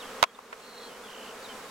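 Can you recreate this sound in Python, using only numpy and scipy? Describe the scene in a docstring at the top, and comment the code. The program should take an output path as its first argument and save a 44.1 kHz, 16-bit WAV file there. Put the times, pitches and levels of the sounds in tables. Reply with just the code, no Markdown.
"""A swarm of bees hums over an open field: each wingbeat radiates a harmonic series, and the many
slightly different pitches merge into one drone. Single bees pass close, falling in pitch (Doppler shift).
Behind them a breeze hisses, wind brushes the microphone and a small bird trills far off.
Something small, probably a bee, knocks hard on the camera, bounces and taps twice more, ringing its
casing. The knock overloads the input, whose gain control ducks the field and slowly lets it back."""
import sys
import numpy as np
from scipy import signal
from scipy.fft import irfft
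from scipy.io import wavfile
from scipy.ndimage import uniform_filter1d

SR = 44100
rng = np.random.default_rng(int(sys.argv[2]) if len(sys.argv) > 2 else 0)


def wav_out(sig):
    """Save sig, one row per channel (or a flat mono array), as 16-bit PCM at SR to the path in sys.argv[1]."""
    wavfile.write(sys.argv[1], SR, np.round(np.clip(np.atleast_2d(sig).T, -1, 1) * 32767).astype(np.int16))


N = 74970


def amp(db):
    """The decibel scale: 20 dB is a factor of ten in amplitude."""
    return 10 ** (np.asarray(db) / 20)


def unit(x):
    """Normalisation to an rms of 1."""
    return x / np.sqrt(np.mean(x ** 2) + 1e-20)


def spectrum_at(points, hz):
    """Interpolation of a spectrum on a logarithmic frequency axis."""
    f, value = np.transpose(points)
    return np.interp(np.log(hz + 1), np.log(f + 1), value)


def add(mix, start_s, sound):
    """Superposition: a stereo sound joins the mix at its start time."""
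    part = mix[:, max(round(start_s * SR), 0):][:, :sound.shape[1]]
    part += sound[:, :part.shape[1]]


def pan(db):
    """Direction by level difference: two gains, the left db above the right."""
    return amp([[db / 2], [-db / 2]])


def drift(corner_hz):
    """Low-pass noise: smooth random motion of rms about 1."""
    f = np.fft.rfftfreq(2 * N, 1 / SR)[:2048]
    real, imag = rng.standard_normal((2, len(f)))
    return unit(irfft((real + 1j * imag) / (1 + (f / corner_hz) ** 2), 2 * N))[:N]


def bump(u):
    """A critically damped pulse: it rises to 1 at u = 1, then dies away."""
    return u * np.exp(1 - u)


def breeze(level_db=-46, patchy_db=0.5, swell_db=-0.5):
    """Turbulence in grass and crops: broadband hiss, only partly coherent between left and right."""
    # Each row: frequency in Hz, relative spectral density in dB.
    density = [(20, -1.5), (60, -11.5), (125, -7), (330, -0.5), (700, -1), (1200, -1.5), (2000, -3.5),
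               (3500, -6), (5000, -8), (8000, -10), (11000, -15), (16000, -19.5)]
    # Each row: frequency in Hz, left-right correlation from 0 to 1.
    correlation = [(60, 0.7), (300, 1), (1300, 0.56), (3000, 0.19), (7000, 0.37), (15000, 0.3)]
    # Each row: frequency in Hz, left minus right level in dB.
    balance = [(60, 1), (700, -7.5), (1300, -3.5), (2400, -6), (4400, 3), (8000, 0.5), (15000, 2)]
    frames, hz = N // 256 + 5, np.fft.rfftfreq(1024, 1 / SR)
    a, b, c, d, patches = rng.standard_normal((5, frames, len(hz)))
    patches = unit(uniform_filter1d(uniform_filter1d(patches, size=10, axis=0), size=12, axis=1))
    swell = unit(uniform_filter1d(rng.standard_normal(frames), size=20))[:, None]
    shared, side_db = spectrum_at(correlation, hz), spectrum_at(balance, hz) / 2
    left = a + 1j * b
    right = shared * left + np.sqrt(1 - shared ** 2) * (c + 1j * d)
    spectra = np.array([left * amp(side_db), right * amp(-side_db)])
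    spectra *= amp(spectrum_at(density, hz) + patchy_db * patches + swell_db * swell)
    hiss = signal.istft(spectra.transpose(0, 2, 1), nperseg=1024, noverlap=768)[1][:, :N]
    return amp(level_db) * unit(hiss)


def gust(peak_s=0.076, length_s=0.092, level_db=-62, cutoff_hz=44.8):
    """Pressure fluctuations of wind at the microphone: a brief low rumble."""
    lowpass = signal.butter(2, cutoff_hz, fs=SR, output="sos")
    rumble = unit(signal.sosfilt(lowpass, rng.standard_normal((2, N))))
    return amp(level_db) * rumble * np.exp(-(2 * (np.arange(N) / SR - peak_s) / length_s) ** 2)


def bird_note(length_s, start_hz, end_hz, db, pulse_hz=0, dip_hz=0, depth=0):
    """Frequency and amplitude modulation of a gliding tone: in a trill each pulse ends in a pitch dip."""
    waver_hz, flutter_db, fade_share, left_lag_s = 58.3, 1.5, 0.13, .00003
    t = np.arange(0, length_s, 1 / SR)
    progress, pulse_phase = t / length_s, 2 * np.pi * pulse_hz * t
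    glide = start_hz + (end_hz - start_hz) * progress
    hz = glide - dip_hz * ((1 - np.sin(pulse_phase)) / 2) ** 2 + waver_hz * drift(65)[:len(t)]
    fade = np.clip(np.minimum(progress, 1 - progress) / fade_share, 0, 1)
    pulses = 1 - depth * (1 + np.cos(pulse_phase)) / 2
    level = amp(db + flutter_db * drift(150)[:len(t)]) * fade * pulses
    cycles = np.cumsum(hz) / SR - hz * np.array([[left_lag_s], [0]])
    return level * np.sin(2 * np.pi * cycles) * pan(db=-1.5)


def bird():
    """A distant song of modulated pure tones: pulsed trills and short gliding whistles."""
    # Each row: start and length in seconds, first and last pitch in Hz, level in dB,
    # pulses per second, pitch dip in Hz, pulse depth from 0 to 1.
    trills = [(0.026, 0.094, 3465, 3020, -49, 85, 303, .8), (0.603, 0.27, 4375, 4245, -45, 58, 477, 0.46),
              (0.764, 0.13, 4240, 4430, -47, 100, 324, 0.1), (0.784, .2, 3660, 2950, -48, 87, 200, 0.8),
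              (1.033, 0.051, 3580, 3300, -44.5, 90, 150, 1), (1.061, .275, 3150, 3048, -42, 62, 401, 1)]
    # Each row: start and length in seconds, first and last pitch in Hz, level in dB.
    whistles = [(0, 0.041, 4050, 2580, -44.5), (0.189, 0.023, 3400, 3050, -50),
                (0.25, 0.067, 3350, 3200, -49.5), (0.347, 0.011, 3620, 3560, -41.5),
                (1.425, 0.01, 4300, 4700, -50), (1.438, 0.0338, 4120, 3580, -46),
                (1.486, 0.045, 3120, 3000, -45), (1.684, .014, 3750, 3880, -55)]
    out = np.zeros((2, N))
    for start_s, *shape in trills + whistles:
        add(out, start_s, bird_note(*shape))
    return out


def knocks(click_s=.0001, click_low_hz=1710, thump_s=0.00011, scrape_low_hz=680, scrape_rise_s=0.00075):
    """Impact excitation: each blow clicks and scrapes, with a low thump from the overloaded input;
    the modes of the casing and microphone cavity ring."""
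    # Each row: start in seconds; gains of ring, click, thump and scrape in dB; scrape decay in seconds;
    # scrape upper edge in Hz; onset's left minus right level in dB; off-centre share from 0 to 1.
    blows = [(.2272, -33, -16, -34.5, -16, 0.0026, 4140, -18.5, 0.6),
             (0.2282, 0, 3.5, -11, -8.5, 0.0012, 4000, -13.5, 0.94),
             (0.2385, -4, 4, -27, -10, 0.0028, 3750, -9.5, 0.77),
             (0.3892, -19.5, -44, -44, -45, .003, 4000, -6, 0.1),
             (0.5268, -32, -40, -42, -22, 0.0059, 1860, -4, 0.02)]
    # Each row: frequency in Hz, relative level in dB, time to peak in seconds and, for a fully
    # off-centre blow, left lag in seconds and left minus right level in dB.
    modes = [(520, -19, 0.00083, 0.0076, -1), (717, -7.5, 0.0016, 0.0058, -4.5),
             (993, -2.5, 0.0014, 0.0024, -6), (1060, -22.5, 0.0047, 0.0097, 4),
             (1360, -19, 0.0019, 0.0047, 21), (2560, -17.5, 0.00054, 0.016, -6),
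             (3710, -27.5, 0.0015, 0.005, -8), (6240, -21.5, .0004, 0, -17)]
    out, t = np.zeros((2, N)), np.arange(SR // 20) / SR
    click = signal.lfilter(*signal.butter(2, click_low_hz, "high", fs=SR), bump(t / click_s) ** 2)
    overload_thump = bump(t / thump_s)
    for start_s, ring_db, click_db, thump_db, scrape_db, decay_s, top_hz, side_db, off_centre in blows:
        for hz, db, peak_s, lag_s, lean_db in modes:
            age = np.maximum(t - np.array([[lag_s * off_centre], [0]]), 0)
            ring = bump(age / peak_s) ** 2 * np.sin(2 * np.pi * hz * age)
            add(out, start_s, amp(ring_db + db) * pan(lean_db * off_centre) * ring)
        band = signal.butter(1, [scrape_low_hz, top_hz], "band", fs=SR)
        grit = unit(signal.lfilter(*band, signal.lfilter(*band, rng.standard_normal((2, len(t))))))
        scrape = grit * (1 - np.exp(-t / scrape_rise_s)) * np.exp(-t / decay_s)
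        onset = amp(click_db) * click + amp(thump_db) * overload_thump + amp(scrape_db) * scrape
        add(out, start_s, onset * pan(side_db))
    return out


def wings(hz, db_per_octave=0, jitter_share=0.01603):
    """A nearly periodic wing stroke radiates a harmonic series on the wingbeat frequency."""
    # Each row: frequency in Hz, relative level of a harmonic there in dB.
    buzz_spectrum = [(150, -1.5), (240, -5), (480, 3.5), (720, -4.5), (1200, -0.5), (1700, -7), (2600, -15),
                     (5000, -22), (8000, -31)]
    k, phase = np.arange(1, 33), np.arange(1024) / 1024
    harmonics = amp(spectrum_at(buzz_spectrum, k * hz.mean()) + db_per_octave * np.log2(k))
    stroke = harmonics @ np.cos(2 * np.pi * (k[:, None] * phase + rng.random((len(k), 1))))
    cycles = np.cumsum(hz * (1 + jitter_share * drift(40.1))) / SR
    return np.interp(cycles % 1, phase, stroke)


def passing_bees(doppler_share=.025):
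    """The Doppler effect: single bees swell out of the swarm and drop in pitch as they go by."""
    # Each row: time of closest approach and length in seconds, wingbeat in Hz, peak level in dB.
    passes = [(0.115, 0.13, 232, -57), (.85, 0.208, 239.7, -50.5), (1.281, 0.25, 220.3, -51.5),
              (1.548, .1, 257.1, -48)]
    out = np.zeros(N)
    for closest_s, length_s, hz, db in passes:
        along = 2 * (np.arange(N) / SR - closest_s) / length_s
        buzz = unit(wings(hz * (1 - doppler_share * np.tanh(along)), db_per_octave=-1))
        out += amp(db) * buzz / (1 + along ** 2)
    return out * pan(db=1.0)


def swarm(bees=48, wingbeat_hz=238, near_db=2.5, swoop_db=3.5, width=0.13):
    """Incoherent summation: bees, each at its own pitch and place, waver and swell as they swoop."""
    # Each row: time in seconds, level of the swarm in dB.
    levels = [(0, -45), (.2, -42), (.45, -44.5), (.62, -45.5), (.85, -44), (1.05, -45), (1.25, -44.5),
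              (1.7, -46)]
    spread, wander = .088, .045  # rms shares of the pitch: between bees, and over time
    out = np.zeros((2, N))
    for rank in np.linspace(-1, 1, bees):
        near, side = rng.uniform(-1, 1, 2)
        hz = wingbeat_hz * (1 + spread * np.sqrt(3) * rank) * (1 + wander * drift(5))
        buzz = wings(hz) * amp(near_db * near + swoop_db * np.tanh(drift(3)))
        out += buzz * (1 + width * side * np.array([[1], [-1]]))
    level_db = np.interp(np.arange(N) / SR, *np.transpose(levels))
    return unit(out) * amp(level_db) * pan(db=0.1)


def scene():
    """Superposition of the field's sounds and the knocks at the microphone."""
    return swarm() + passing_bees() + breeze() + gust() + bird() + knocks()


def record(dry):
    """Automatic gain control ducks on peaks and recovers slowly; clipping and a band limit follow."""
    threshold_db, duck_share, attack_s, recover_s = -11.5, 0.73, .012, 0.5
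    ceiling, cutoff_hz = .95, 15950
    over_db = np.maximum(20 * np.log10(abs(dry).max(0) + 1e-9) - threshold_db, 0)
    release = np.exp(-np.arange(N) / SR / recover_s)
    held_db = np.maximum.accumulate(over_db / release) * release  # each peak decays from its own time
    pole = np.exp(-1 / (attack_s * SR))
    duck_db = duck_share * signal.lfilter([1 - pole], [1, -pole], held_db)
    clipped = np.clip(dry * amp(-duck_db), -ceiling, ceiling)
    lowpass = signal.firwin(511, cutoff_hz, window=("kaiser", 9), fs=SR)
    return signal.oaconvolve(clipped, lowpass[None], "same")


dry = scene()
out = record(dry)
wav_out(out)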